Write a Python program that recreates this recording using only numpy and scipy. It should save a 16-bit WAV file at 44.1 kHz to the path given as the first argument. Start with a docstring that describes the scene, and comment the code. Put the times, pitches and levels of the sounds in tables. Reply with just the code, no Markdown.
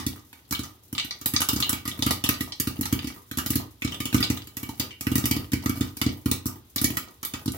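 """Popcorn under a glass lid

Popcorn pops in hot oil in a pan with a glass lid, on a stove in a small kitchen.
Each kernel cracks its hull (pitched noise burst), spits steam (bright noise burst) and thumps the pan (low sines).
Flung kernels tick against the lid, pieces fall back, and stirred kernels rattle: short resonant or dull bursts.
Random droplet bursts make the faint sizzle; shaped noise makes the stove's steady rumble."""
import sys
import numpy as np
from scipy import signal
from scipy.io import wavfile

SR = 44100
rng = np.random.default_rng(int(sys.argv[2]) if len(sys.argv) > 2 else 0)


def dump_mix(stems):
    """Bounce the given channels to the path in sys.argv[1] as a 16-bit WAV at rate SR."""
    frames = np.atleast_2d(stems).T  # one column per channel
    limited = np.clip(frames, -1, 1)  # hard clip at full scale
    pcm = np.round(limited * 32767).astype(np.int16)
    wavfile.write(sys.argv[1], SR, pcm)


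N = 333830
LEAD = SR // 10  # samples of popping before time zero


def from_db(db):
    """Decibels to amplitude gain."""
    return 10 ** (np.asarray(db) / 20)


def at_hz(points, hz):
    """Interpolate a table on a log-frequency axis."""
    table = np.array(points)
    return np.interp(np.log(hz), np.log(table[:, 0]), table[:, 1])


def unit_energy(x):
    """Scale to an energy of one, averaged over the channels."""
    return x / np.sqrt(np.mean(np.sum(x ** 2, axis=-1)) + 1e-20)


def panned(x, right_db):
    """Lean a stereo sound to the right by a level difference."""
    return x * from_db(np.array([[-right_db], [right_db]]) / 2)


def add(track, s, sound):
    """Mix a short sound into a track at time s."""
    start = max(0, LEAD + round(s * SR))
    track[start:start + len(sound)] += sound[:max(0, len(track) - start)]


def resonate(x, hz, width_hz):
    """Two-pole resonance with a peak gain of about one."""
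    r = np.exp(-np.pi * width_hz / SR)
    zeros = np.array([1, 0, -1]) * (1 - r * r) / 2
    poles = [1, -2 * r * np.cos(2 * np.pi * hz / SR), r * r]
    return signal.lfilter(zeros, poles, x)


def damped(modes, t):
    """One exponentially dying sine per mode."""
    return [from_db(db - 60 * t / t60) * np.sin(2 * np.pi * hz * t) for hz, db, t60 in modes]


def burst(rise_s, fall_s, grain_db, size=900):
    """A brief ragged rush of tiny fractures; the fall time varies at random around fall_s."""
    t = np.arange(size) / SR
    rush, grain = rng.standard_normal((2, size))
    rise = (1 - np.exp(-t / rise_s)) ** 2
    fall = np.exp(-t / (fall_s * 2 ** rng.uniform(-1.29, 1)))
    return unit_energy(rise * fall * rush * from_db(grain_db * grain))


def bursts(times_s, levels_db, sounds, count):
    """Deal the events in turn to a few spots in the pan, one track each."""
    spots = np.zeros((count, LEAD + N))
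    for k, (s, db, sound) in enumerate(zip(times_s, levels_db, sounds)):
        add(spots[k % count], s, from_db(db) * unit_energy(sound))
    return spots


# Left-right correlation of scattered sound. Each row: frequency in Hz, correlation from -1 to 1.
STEREO_LIKENESS = [(100, 0.99), (280, 0.72), (550, 0.6), (1100, 0.085), (2500, 0), (15000, 0)]


def noise_bands(size):
    """Third-octave stereo noise, alike in the bass and unrelated in the treble: yields (Hz, band)."""
    edges_hz = np.geomspace(24, 16500, 29)
    white = rng.standard_normal((2, 2, size + 4000))  # neighbouring bands use separate noise
    for k, (low, high) in enumerate(zip(edges_hz, edges_hz[1:])):
        sos = signal.butter(2, [low, high], "band", fs=SR, output="sos")
        mid, side = signal.sosfilt(sos, white[k % 2])[:, -size:]  # filter onset dropped
        hz = np.sqrt(low * high)
        alike = np.clip(at_hz(STEREO_LIKENESS, hz), -1, 1)
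        yield hz, np.sqrt(1 + alike) * mid + np.sqrt(1 - alike) * side * [[1], [-1]]


# Kitchen reverberation. Each row: frequency in Hz, t60 in seconds.
KITCHEN_DECAY = [(60, 0.75), (160, 0.27), (420, 0.33), (1100, 0.32), (3000, 0.32), (7700, 0.2),
                 (15000, 0.19)]


def response(colour, pan_t60_s, room_db, direct_db, size=20000):
    """Path to the microphone: direct spike, dense echoes under the lid, kitchen tail.

    room_db and direct_db are relative to the echoes under the lid."""
    t, path = np.arange(size) / SR, 0
    echoes = unit_energy(from_db(-60 * t / pan_t60_s))
    near = echoes + from_db(direct_db) * unit_energy(np.exp(-t / 0.00022))
    for hz, band in noise_bands(size):
        decay = from_db(-60 * t / at_hz(KITCHEN_DECAY, hz))
        tail = from_db(room_db) * unit_energy(decay * (1 - np.exp(-t / 0.00067)))
        band_gain = from_db(at_hz(colour, hz)) * np.sqrt(hz)  # per-Hz level to band level
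        path = path + band_gain * unit_energy(band * np.hypot(near, tail))
    return unit_energy(path)


def through(x, path):
    """Convolve a sound with a stereo path and drop the lead."""
    return signal.oaconvolve(x[None], path, axes=1)[:, LEAD:LEAD + N]


# Ringing of the lid and the air under it. Each row: frequency in Hz, width in Hz,
# level in dB before ring_db and scatter, lean to the right in dB.
LID_RINGING = [(896, 140, 2, 7), (1219, 59, 13, 2.5), (1350, 170, -22, 3), (1496, 6.2, -1, 24),
               (1920, 77, 3.5, 15.5), (2276, 17.3, 11.5, 5.5), (2817, 23, 8.5, 0), (3016, 63, 2.5, 3),
               (3560, 71, -5.5, -5), (4044, 48, -9, 23), (4660, 270, -4.5, -8), (5800, 53, -22, 4)]


def lid_ring(path, ring_db, spread_db):
    """The lid's modes ring on after a blow, each with a random strength for the spot."""
    rings = 0
    for hz, width_hz, db, right_db in LID_RINGING:
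        gain = from_db(db + ring_db + rng.normal(0, spread_db))
        rings = rings + gain * panned(resonate(path, hz, width_hz), right_db)
    return unit_energy(path + rings)


# Bursting kernels, often in close pairs. Each row: time in seconds, then steam puff, hull crack
# and thump levels in dB before gain_db.
KERNEL_POPS = [(-0.035, -29, -27, -25), (0.0652, -27, -37, -23.5), (0.3293, -51, -51, -55.5),
               (0.5097, -29.5, -39, -32), (0.5238, -27, -32.5, -32.5), (0.5921, -35.5, -38.5, -28),
               (0.6336, -45, -41.0, -45), (0.9279, -36.5, -45, -30.5), (1.046, -38.5, -45, -38.5),
               (1.2133, -42.0, -43, -45), (1.2591, -20.5, -32, -32.5), (1.337, -28.0, -34.5, -24.5),
               (1.4042, -26.5, -32.5, -35.5), (1.4174, -23.5, -29, -38), (1.4879, -20.5, -25.5, -33),
               (1.531, -29, -43, -24), (1.5612, -32.0, -33.5, -24.5), (1.6024, -26.5, -31.5, -31),
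               (1.6936, -20.5, -33.5, -32), (1.729, -28.5, -33, -28), (1.8538, -36.5, -38.5, -35.5),
               (1.8771, -29, -34.5, -30.5), (1.991, -41, -45, -29.0), (2.0231, -31, -24.5, -30),
               (2.0639, -26.5, -30, -20.0), (2.108, -21, -27.5, -27.5), (2.2393, -27.0, -26, -27.5),
               (2.2899, -20.0, -27, -22.5), (2.4073, -29, -33, -26), (2.5997, -22, -30.5, -31),
               (2.672, -31.5, -34.5, -23.5), (2.79, -50, -57, -25.5), (2.811, -26.5, -40, -26),
               (2.855, -32.0, -33, -38), (2.926, -28, -32, -18), (3.0435, -45, -42, -28.5),
               (3.0718, -38.5, -38, -33), (3.313, -37.5, -40.5, -34), (3.3726, -29, -38.5, -28.5),
               (3.3852, -28.5, -31.5, -30.5), (3.4614, -29, -34.5, -31), (3.5032, -22.5, -38, -23.5),
               (3.556, -24.5, -33, -20.5), (3.8207, -40, -33.5, -38), (3.8475, -40, -34.0, -22.5),
               (4.0031, -34, -34, -29), (4.055, -30.5, -35, -31), (4.1273, -37.0, -37, -32.0),
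               (4.144, -25, -31, -14.5), (4.1636, -34.5, -41, -28), (4.204, -31.5, -36.5, -25.5),
               (4.3007, -31.5, -32, -19.5), (4.4719, -43.0, -50.5, -48), (4.5689, -31.5, -41.5, -37),
               (4.6302, -37.5, -41.5, -31.5), (4.69, -41.5, -42, -32.5), (4.7971, -28.5, -28.5, -27.5),
               (5.0091, -30, -42, -38.5), (5.0683, -33.5, -33.5, -21.5), (5.116, -36, -39, -20.5),
               (5.1555, -22, -34, -20), (5.1807, -27, -34.0, -26.0), (5.2394, -48, -35.5, -22.5),
               (5.256, -22, -32, -28), (5.3111, -23.5, -27.5, -20.5), (5.3645, -35, -38, -23.0),
               (5.5188, -36.5, -37, -34), (5.5332, -31, -33.5, -18.5), (5.6589, -34, -33.0, -20.5),
               (5.6946, -30.5, -36, -23), (5.7725, -41, -52, -33), (5.8085, -37, -33.5, -19.5),
               (5.9689, -36.0, -43.5, -41), (6.0148, -29, -27, -24.5), (6.0633, -46, -35, -17.5),
               (6.2585, -33, -38.5, -18.5), (6.3138, -21.5, -29.5, -24.0), (6.4571, -33, -42, -24.5),
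               (6.4658, -28.5, -46, -41), (6.7603, -25.5, -33, -31), (6.8149, -24, -35.5, -25.5),
               (6.843, -19.0, -27.5, -21.5), (6.9038, -35, -42, -28), (6.9699, -27.5, -31.5, -33.5),
               (7.23, -33, -39.5, -45), (7.2497, -28, -39.5, -48), (7.3372, -39, -35, -31.5),
               (7.4588, -36, -41.5, -28), (7.4781, -41, -35.5, -22), (7.52, -36, -58.5, -45)]
# Colour of steam puffs. Each row: frequency in Hz, relative level in dB per Hz.
PUFF_COLOUR = [(3000, -58), (6000, -4), (8800, -11.5), (11000, -5.5), (13000, 2), (16000, -10)]


def steam_puffs(gain_db, room_db):
    """Steam leaves the split hull in a bright spit."""
    s, puff_db, _, _ = np.transpose(KERNEL_POPS)
    spits = [burst(rise_s=0.00054, fall_s=0.0019, grain_db=3.0) for _ in s]
    spots = bursts(s - 0.0007, puff_db + gain_db, spits, count=5)
    return sum(through(x, response(PUFF_COLOUR, pan_t60_s=0.045, room_db=room_db, direct_db=-3))
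               for x in spots)


# Colour of hull cracks. Each row: frequency in Hz, relative level in dB per Hz.
CRACK_COLOUR = [(350, -1.5), (600, -10.5), (900, -9.5), (1250, -3), (1650, -6), (2200, -6.5), (3200, -3),
                (4500, -5), (6500, -6), (9000, -9.5), (15000, -22.5)]


def hull_cracks(gain_db, room_db):
    """The hull tears, each at a pitch of its own, and sets the lid ringing."""
    s, _, crack_db, _ = np.transpose(KERNEL_POPS)
    tears = []
    for _ in s:
        tear = burst(rise_s=0.00081, fall_s=0.0016, grain_db=5.0)
        pitch_hz = 3000 * 2 ** rng.uniform(-1.22, 1)
        tears.append(tear + from_db(2.0) * resonate(tear, pitch_hz, width_hz=2700))
    heard = 0
    for x in bursts(s - 0.0006, crack_db + gain_db, tears, count=5):
        path = response(CRACK_COLOUR, pan_t60_s=0.081, room_db=room_db, direct_db=-4)
        heard = heard + through(x, lid_ring(path, ring_db=-2.0, spread_db=0.7))
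    return heard


# Low modes of the covered pan on its stand. Each row: frequency in Hz, relative level in dB, t60 in seconds.
PAN_BODY_MODES = [(64.8, -17, 0.21), (112.8, -6.5, 0.087), (254.2, 1.5, 0.045), (308, -2.5, 0.049),
                  (435.7, -24, 0.075), (500, -32, 0.12)]
# Standing waves of the kitchen. Each row: frequency in Hz, relative level in dB, t60 in seconds.
STANDING_WAVES = [(90.3, -22, 0.47), (114.8, -31.5, 0.74), (181, -25.5, 0.15)]
# Kitchen's low resonance under the thumps. Each row: frequency in Hz, relative level in dB per Hz.
BOOM_COLOUR = [(40, -30), (90, -1), (120, -5), (170, 3.5), (260, -5), (340, 2.5), (480, -2), (900, -2)]


def thumps(gain_db, room_db, right_lag_s, size=20000):
    """The recoil drives the pan's low modes, neighbours in opposite sense; the kitchen booms after it."""
    t, kicks = np.arange(size) / SR, np.zeros(LEAD + N)
    for s, _, _, thump_db in KERNEL_POPS:
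        add(kicks, s - 0.001, from_db([thump_db + gain_db]))
    body = sum((-1) ** k * mode for k, mode in enumerate(damped(PAN_BODY_MODES, t)))
    tones = body - sum(damped(STANDING_WAVES, t))
    direct = np.array([tones, np.interp(t - right_lag_s, t, tones)])
    build_up = np.clip((t - 0.008) / 0.023, 0, 1)
    room = 0
    for hz, band in noise_bands(size):
        if hz < BOOM_COLOUR[-1][0]:
            decay = from_db(-60 * t / at_hz(KITCHEN_DECAY, hz))
            band_gain = from_db(at_hz(BOOM_COLOUR, hz)) * np.sqrt(hz / SR)
            room = room + band_gain * unit_energy(band * build_up * decay)
    boom = signal.fftconvolve(room, body[None], axes=1)[:, :size]
    return through(kicks, direct + from_db(room_db) * boom)


def sizzle(per_s, size_db, rms_db):
    """Tiny droplets of water burst at random in the oil."""
    size = LEAD + N
    struck = rng.random(size) < per_s / SR
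    strength = from_db(size_db * np.minimum(rng.exponential(1, size), 4))
    spits = struck * strength * rng.choice([-1, 1], size)
    heard = through(spits, response(PUFF_COLOUR, pan_t60_s=0.037, room_db=6.0, direct_db=-12.0))
    return from_db(rms_db) * np.sqrt(N) * unit_energy(heard)


# Steady noise of stove and room. Each row: frequency in Hz, relative band level in dB per Hz.
STOVE_COLOUR = [(20, -32), (40, -31), (60, -1), (95, 0), (160, -15), (300, -9), (550, -23), (1000, -21.5),
                (2000, -28.5), (4000, -21.5), (8000, -45), (16000, -35)]


def stove(rms_db):
    """A soft steady rumble with a little hiss, from weighted noise bands."""
    noise = sum(from_db(at_hz(STOVE_COLOUR, hz)) * band for hz, band in noise_bands(N))
    return from_db(rms_db) * np.sqrt(N) * unit_energy(noise)


# Colour of kernel ticks. Each row: frequency in Hz, relative level in dB per Hz.
TICK_COLOUR = [(600, -1), (1300, -10), (2400, -6.5), (3500, -6), (4800, -8.5), (6500, -6.5), (9000, -13.5),
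               (15000, -14)]


def rattle(gain_db, longest_delay_s, spread_db, count=3):
    """Every pop stirs a few unpopped kernels, which tick faintly soon after; louder after a harder kick."""
    s, _, _, thump_db = np.repeat(KERNEL_POPS, count, axis=0).T
    when_s = s + longest_delay_s * rng.uniform(0.1, 1, len(s))
    level_db = gain_db + thump_db / 2 + rng.normal(0, spread_db, len(s))
    pitch_hz = 3500 * 2 ** rng.normal(0, 0.58, len(s))
    clicks = [resonate(burst(rise_s=0.00014, fall_s=0.00055, grain_db=16.0), hz, width_hz=2500)
              for hz in pitch_hz]
    track, = bursts(when_s, level_db, clicks, count=1)
    path = response(TICK_COLOUR, pan_t60_s=0.05, room_db=-2.0, direct_db=-3.0)
    return through(track, lid_ring(path, ring_db=-2.0, spread_db=1.5))


# Colour of pieces falling back into the pan. Each row: frequency in Hz, relative level in dB per Hz.
LANDING_COLOUR = [(300, 12.5), (550, 3), (850, 3.5), (1300, -7.5), (1800, -4), (3000, -13.5), (5000, -15),
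                  (9000, -7.5), (15000, 1)]


def landings(gain_db, longest_flight_s, spread_db, count=3):
    """Every pop tosses a few fluffy pieces, which fall back softly; louder after a harder kick."""
    s, _, _, thump_db = np.repeat(KERNEL_POPS, count, axis=0).T
    when_s = s + longest_flight_s * rng.uniform(0.14, 1, len(s))
    level_db = gain_db + thump_db / 2 + rng.normal(0, spread_db, len(s))
    pats = [burst(rise_s=0.0004, fall_s=0.001, grain_db=1.0) for _ in s]
    heard = 0
    for x in bursts(when_s, level_db, pats, count=2):
        path = response(LANDING_COLOUR, pan_t60_s=0.023, room_db=6.0, direct_db=-23.0)
        heard = heard + through(x, lid_ring(path, ring_db=-6.0, spread_db=5.0))
    return heard


# Larger pieces dropping on the pan. Each row: time in seconds, level in dB before gain_db, pitch in Hz.
HOLLOW_KNOCKS = [(0.134, -46, 790), (0.668, -48, 760), (4.692, -35, 900), (4.735, -44, 786)]


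def knocks(gain_db):
    """A heavier piece lands and rings the hollow pan briefly."""
    s, knock_db, pitch_hz = np.transpose(HOLLOW_KNOCKS)
    rings = [resonate(burst(rise_s=0.0002, fall_s=0.0005, grain_db=5.0), hz, width_hz=55)
             for hz in pitch_hz]
    track, = bursts(s, knock_db + gain_db, rings, count=1)
    return through(track, response(LANDING_COLOUR, pan_t60_s=0.034, room_db=-4.0, direct_db=4.0))


# Hardest hits of flung kernels on lid and wall. Each row: time in seconds, level in dB before gain_db,
# pitch in Hz.
KERNEL_HITS = [(0.5487, -30, 3640), (0.95, -36, 3350), (0.9799, -23, 3840), (0.9972, -26.5, 4000),
               (1.1084, -29.5, 3830), (1.363, -18, 4400), (1.6245, -20, 4130), (1.9142, -35, 3500),
               (2.09, -36, 4160), (2.2625, -32, 3660), (2.34, -35, 3660), (2.5214, -31.5, 4440),
               (2.83, -36.5, 2770), (2.9904, -33, 2900), (3.5334, -36.5, 3220), (3.875, -33.5, 3730),
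               (3.9208, -34.5, 3100), (3.9445, -34.0, 3050), (4.1809, -32.5, 3240), (4.227, -21, 3960),
               (4.239, -25.5, 4300), (4.373, -36, 3910), (4.907, -41.5, 2920), (6.0903, -39, 3840),
               (6.781, -27, 3820)]


def kernel_ticks(gain_db, room_db):
    """Hard kernels strike the glass: short, pitched clicks without a thump."""
    s, tick_db, pitch_hz = np.transpose(KERNEL_HITS)
    clicks = [resonate(burst(rise_s=0.00054, fall_s=0.00062, grain_db=4.5), hz, width_hz=1270)
              for hz in pitch_hz]
    heard = 0
    for x in bursts(s, tick_db + gain_db, clicks, count=4):
        path = response(TICK_COLOUR, pan_t60_s=0.074, room_db=room_db, direct_db=-6.0)
        heard = heard + through(x, lid_ring(path, ring_db=-0.5, spread_db=0.5))
    return heard


def scene():
    """Pops, ticks, falling pieces and sizzle in the pan, over the stove's noise."""
    puffs = panned(steam_puffs(gain_db=28.5, room_db=2.5), right_db=1.5)
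    cracks = panned(hull_cracks(gain_db=31.0, room_db=0.5), right_db=0.5)
    low = panned(thumps(gain_db=7.5, room_db=-9.0, right_lag_s=0.00022), right_db=1.3)
    steady = sizzle(per_s=430, size_db=6.5, rms_db=-58.5) + stove(rms_db=-58)
    stirred = rattle(gain_db=-15.0, longest_delay_s=0.13, spread_db=3.5)
    fallen = landings(gain_db=-5.5, longest_flight_s=0.11, spread_db=5.0) + knocks(gain_db=17.5)
    ticks = panned(kernel_ticks(gain_db=26.5, room_db=-1.0), right_db=-0.4)
    return puffs + cracks + low + steady + stirred + fallen + ticks


def record(dry):
    """The microphone drops the deepest bass, and the top is cut steeply."""
    low_cut_hz, top_cut_hz = 43, 15900
    thinned = signal.sosfilt(signal.butter(2, low_cut_hz, "high", fs=SR, output="sos"), dry)
    return signal.sosfilt(signal.ellip(10, 0.1, 70, top_cut_hz, fs=SR, output="sos"), thinned)


dry = scene()
out = record(dry)
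dump_mix(out)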